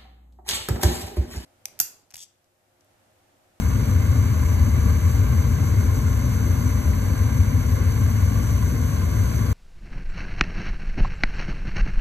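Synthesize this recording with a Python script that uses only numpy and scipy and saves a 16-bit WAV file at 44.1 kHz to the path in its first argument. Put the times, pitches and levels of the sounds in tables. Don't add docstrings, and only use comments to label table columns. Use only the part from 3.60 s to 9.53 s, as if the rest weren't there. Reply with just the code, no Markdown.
import sys
import numpy as np
from scipy import signal
from scipy.fft import rfft, irfft, next_fast_len
from scipy.io import wavfile
from scipy.ndimage import map_coordinates

SR = 44100
rng = np.random.default_rng(int(sys.argv[2]) if len(sys.argv) > 2 else 0)


def master(y):
    cut = np.clip(np.atleast_2d(y).T, -1, 1)
    pcm = np.round(cut * 32767)
    wavfile.write(sys.argv[1], SR, pcm.astype(np.int16))


N = 261513


def amp(db):
    return 10 ** (np.asarray(db) / 20)


def over_pitch(points, hz):
    point_hz, values = np.transpose(points)
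    return np.interp(np.log(hz + 1), np.log(point_hz + 1), values)


def over_time(rows):
    times, *columns = np.transpose(rows)
    return [np.interp(np.arange(N) / SR, times, column) for column in columns]


def wobble(rate):
    place = np.arange(N) * rate / SR
    steps = np.arange(0, place[-1] + 1, 1 / 10)
    values = rng.standard_normal(int(N * rate / SR) + 4)
    return np.interp(place, steps, map_coordinates(values, [steps]))


def bins():
    return np.fft.rfftfreq(2 * next_fast_len(N // 2 + 1), 1 / SR)


def white():
    size = len(bins())
    return (rng.standard_normal(size) + 1j * rng.standard_normal(size)) * np.sqrt(size * SR / 2)


def waveform(spectrum):
    return irfft(spectrum)[..., :N]


def stereo_white(likeness):
    turn = np.arccos(np.clip(likeness, -1, 1)) / 2
    mid, side = np.cos(turn) * white(), np.sin(turn) * white()
    return np.array([mid + side, mid - side])


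def stereo_gains(pan_db, lead):
    left = amp(pan_db / 2) * np.exp(1j * np.atleast_1d(lead) / 2)
    return np.array([left, 1 / left]) / np.sqrt((amp(pan_db) + amp(-pan_db)) / 2)


def resonance(centre_hz, width_hz):
    return 1 / (1 + ((bins() - centre_hz) / width_hz) ** 2 * np.sqrt(np.e))


def tone(hz, db, pan_db, lead, drift_hz):
    pitch_hz = hz + drift_hz * (wobble(3) / 2 + wobble(60))
    phase = 2 * np.pi * np.cumsum(pitch_hz) / SR
    waver = 1 + .3 * np.tanh(wobble(5))
    return np.sqrt(2) * amp(db) * waver * np.real(stereo_gains(pan_db, lead) * np.exp(1j * phase))


def standing_waves(depth_db, spacing_hz):
    place = bins() / spacing_hz
    heights = rng.standard_normal(int(place[-1]) + 2)
    ripple = amp(depth_db * np.interp(place, np.arange(len(heights)), heights))
    return ripple / np.sqrt(np.mean(ripple ** 2))


def hand_drift(spectrum, depth_db, spacing_hz, drift_s=1.2):
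    place = np.arange(N) / SR / drift_s
    fades = [np.cos(np.pi / 2 * np.clip(place - k, -1, 1)) ** 2 for k in range(int(place[-1]) + 2)]
    return sum(fade * waveform(spectrum * standing_waves(depth_db, spacing_hz)) for fade in fades)


# (pitch [Hz], level [dB], left over right [dB], left lead [rad])
MOTOR_TONES = [(930, -57.6, -1, -1.7), (1050, -63, 4, -1), (1567, -62, -3, 0), (1741, -60.5, -7, 0),
               (2080, -67, -8, .3), (3098, -72, 0, 2.7), (3184, -68.5, 3, 2.5), (3619, -71, -3, 2.5),
               (3789, -71, 0, 1)]


def motor_whine():
    return sum(tone(hz, db, pan_db, lead, drift_hz=0.00208 * hz) for hz, db, pan_db, lead in MOTOR_TONES)


# (frequency [Hz], level [dB per Hz])
AIR_SPECTRUM = [(200, -97), (600, -75), (700, -75), (880, -74.6), (1300, -78.2), (1850, -80), (2300, -81.5),
                (2470, -85), (2700, -88.5), (3300, -88), (4200, -84), (5050, -105), (6100, -92),
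                (7000, -128)]
# (pitch [Hz], width [Hz], level [dB per Hz], left over right [dB], left lead [rad])
CABINET_RESONANCES = [(610, 60, -69.8, 7.5, -2.1), (777, 45, -74, 3, -1.5), (1025, 80, -66.8, 0, -1.2),
                      (1125, 115, -67.9, 2, -1.2), (1440, 90, -72.3, -6, -.7), (1610, 150, -72.6, -4, .5),
                      (2100, 165, -72.2, -7, 1.1), (2320, 42, -71.8, -11, 2), (2605, 50, -80, -2, 1.2),
                      (2880, 380, -80.3, 0, 2.4), (4460, 65, -81, -2, 1.4), (4590, 140, -78.4, -2, 2.2),
                      (4820, 70, -85, 0, 2.9)]


def fan_rush(likeness=0.013, flutter_db=1.0):
    air = stereo_white(likeness) * amp(over_pitch(AIR_SPECTRUM, bins()))
    for hz, width_hz, db, pan_db, lead in CABINET_RESONANCES:
        air += amp(db) * resonance(hz, width_hz) * white() * stereo_gains(pan_db, lead)
    return hand_drift(air, depth_db=2.0, spacing_hz=14) * amp(flutter_db * wobble(120))


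# (frequency [Hz], level [dB per Hz])
JET_SPECTRUM = [(1500, -105), (3500, -91), (5100, -87.3), (5700, -85.5), (6900, -86.3), (7750, -82.7),
                (8400, -86.7), (9100, -85.7), (10200, -84.3), (11200, -83.2), (12800, -83.3), (13500, -89),
                (14000, -90), (14900, -88.5), (15700, -100)]
# (pitch [Hz], width [Hz], level [dB per Hz])
PIPE_RESONANCES = [(5690, 150, -84.5), (6140, 270, -72), (9560, 220, -82)]
# (frequency [Hz], left lead [rad], left-right likeness [0 to 1])
HISS_STEREO = [(4000, 1.7, .6), (4900, 2.95, .97), (5050, 3.14, .998), (5200, 3.4, .98), (6000, 5.2, .85),
               (7000, 6.3, .99), (8200, 7.2, .75), (8850, 8.7, .9), (9100, 9.42, 1), (10200, 9.43, 1),
               (10450, 10.1, .9), (11200, 11, .78), (12000, 12.5, .995), (12900, 12.6, .995),
               (13400, 13.4, .85), (14000, 15.6, .99), (14400, 15.71, 1)]
# (time [s], level change [dB])
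HISS_SWELL = [(0, 0), (1.3, -0.2), (2.2, 0), (3, 0.5), (3.7, -0.5), (4.6, .2), (5.9, 0.2)]


def gas_hiss(sputter_db=0.95, flow_db=0.66):
    hz, stereo = bins(), np.array(HISS_STEREO)
    ring_power = sum((amp(db) * resonance(pitch, width)) ** 2 for pitch, width, db in PIPE_RESONANCES)
    colour = np.sqrt(amp(over_pitch(JET_SPECTRUM, hz)) ** 2 + ring_power)
    lead = over_pitch(stereo[:, [0, 1]], hz)
    likeness = over_pitch(stereo[:, [0, 2]], hz)
    spectrum = stereo_white(likeness) * stereo_gains(0, lead) * colour
    hiss = hand_drift(spectrum, depth_db=2.5, spacing_hz=44.76)
    swell_db, = over_time(HISS_SWELL)
    return hiss * amp(swell_db + sputter_db * wobble(400) + flow_db * wobble(16))


# (pitch [Hz], pitch wander [Hz])
WHISTLE_PITCHES = [(12891, 6), (11872, 15)]
# (time [s], upper whistle level [dB], lower whistle level [dB])
WHISTLE_LEVELS = [(0, -66, -69), (.9, -65, -65), (1.1, -62, -65), (1.3, -55.5, -66), (1.5, -60, -64),
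                  (1.7, -59.3, -58.5), (2.1, -65, -62), (2.55, -65, -61), (3, -57.3, -59.5),
                  (3.6, -61.5, -72), (4.1, -62, -72), (4.4, -59, -68), (4.9, -59.5, -67), (5.7, -68, -67)]


def valve_whistles():
    return sum(tone(hz, db, pan_db=-2, lead=.2, drift_hz=drift_hz)
               for (hz, drift_hz), db in zip(WHISTLE_PITCHES, over_time(WHISTLE_LEVELS)))


# (frequency [Hz], level [dB per Hz])
ROAR_SPECTRUM = [(60, -69), (150, -52.5), (178, -55.5), (208, -51), (262, -51.5), (292, -61), (395, -66.5),
                 (445, -64), (505, -66), (590, -68.5), (700, -78), (1200, -105), (4000, -120)]
# (frequency [Hz], left-right likeness [0 to 1])
ROAR_LIKENESS = [(150, 1), (280, 0.73), (380, 0.68), (470, 0.53), (570, 0)]


def burner_roar(pan_db=6.0, flicker_db=1.15):
    colour = amp(over_pitch(ROAR_SPECTRUM, bins())) * standing_waves(depth_db=0.63, spacing_hz=9.8)
    noise = stereo_white(over_pitch(ROAR_LIKENESS, bins()))
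    flames = waveform(noise * colour * stereo_gains(pan_db, 0))
    return flames * amp(flicker_db * wobble(70))


def flame_limit(boom, ceiling_db=7.0):
    swing = np.abs(signal.hilbert(boom, next_fast_len(N))[:N]) / np.sqrt(2)
    return boom / (1 + (swing / amp(ceiling_db)) ** 6) ** (1 / 6)


def flame_throb(depth_db=0.4, average_hz=14, spread_hz=3.17):
    rate_hz = average_hz + spread_hz * wobble(13)
    return depth_db * (1 + wobble(8.0) / 2) * np.sin(2 * np.pi * np.cumsum(rate_hz) / SR)


# (time [s], level at the middle [dB], pitch [Hz])
PUFFS = [(0.365, -12, 84.4), (0.501, -12, 86.4), (0.594, -12.2, 90), (0.909, -15, 93), (1.023, -10.5, 78),
         (1.141, -14, 85.4), (1.231, -15.5, 72), (1.305, -13.5, 84.5), (1.473, -13, 89), (1.606, -13.5, 92),
         (1.788, -13.5, 83), (2.19, -12, 94.5), (2.288, -13.5, 89), (2.467, -15, 86), (2.907, -14, 88),
         (3.302, -14, 81.6), (3.617, -13.5, 86), (3.806, -10, 86), (3.952, -14, 91.3), (4.131, -13.5, 92.7),
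         (4.273, -13.5, 87), (4.452, -14, 84.4), (4.638, -12, 87.6), (4.956, -14.5, 80), (5.048, -15, 86),
         (5.613, -15, 97)]


def flame_puffs(boom, length_s=0.058):
    boom = boom.copy()
    half = int(length_s * SR / 2)
    t = np.arange(-half, half) / SR
    fade = np.hanning(len(t))
    for time_s, db, hz in PUFFS:
        span = round(time_s * SR) + np.arange(-half, half)
        phase = np.angle(np.sum(fade * boom[span] * np.exp(-2j * np.pi * hz * t)))
        note = np.sqrt(2) * amp(db) * np.cos(2 * np.pi * hz * t + phase)
        boom[span] += fade * (note - boom[span])
    return boom


# (frequency [Hz], relative level [dB])
RUMBLE_SPECTRUM = [(25, -30), (42, -17.5), (53, -3.3), (70, -1.2), (81, -.7), (88, -1.8), (99, 1.2),
                   (111, -3), (123, -4.7), (135, -11.5), (160, -16.5), (180, -26), (300, -44), (900, -100)]
# (time [s], relative level [dB])
FIRE_STRENGTH = [(0, -18), (.4, -18.5), (1.7, -17), (2.3, -18.5), (3.3, -19), (3.8, -19), (4.6, -18.5),
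                 (5.3, -19.5), (5.9, -19.5)]


def tube_rumble(lead_ms=0.49, pan_db=3.5, gain_db=-0.42, steady_s=0.084):
    hz = bins()
    boom = waveform(white() * amp(over_pitch(RUMBLE_SPECTRUM, hz)))
    window = np.hanning(int(2 * steady_s * SR))
    power = signal.fftconvolve(boom ** 2, window / window.sum(), "same")
    boom = flame_limit(boom / np.sqrt(np.abs(power) + 1e-20))
    fire_db, = over_time(FIRE_STRENGTH)
    boom = flame_puffs(boom * amp(fire_db + gain_db + flame_throb()))
    lead = 2 * np.pi * hz * lead_ms / 1000
    return waveform(rfft(boom, 2 * (len(hz) - 1)) * stereo_gains(pan_db, lead))


def scene():
    return tube_rumble() + burner_roar() + fan_rush() + motor_whine() + gas_hiss() + valve_whistles()


def record(dry, low_cut_hz=36, top_hz=15700):
    hz = bins()
    bass_slope = (hz / low_cut_hz) ** 8
    passed = np.sqrt(bass_slope / (1 + bass_slope)) * (hz < top_hz)
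    return waveform(rfft(dry, 2 * (len(hz) - 1)) * passed)


dry = scene()
out = record(dry)
master(out)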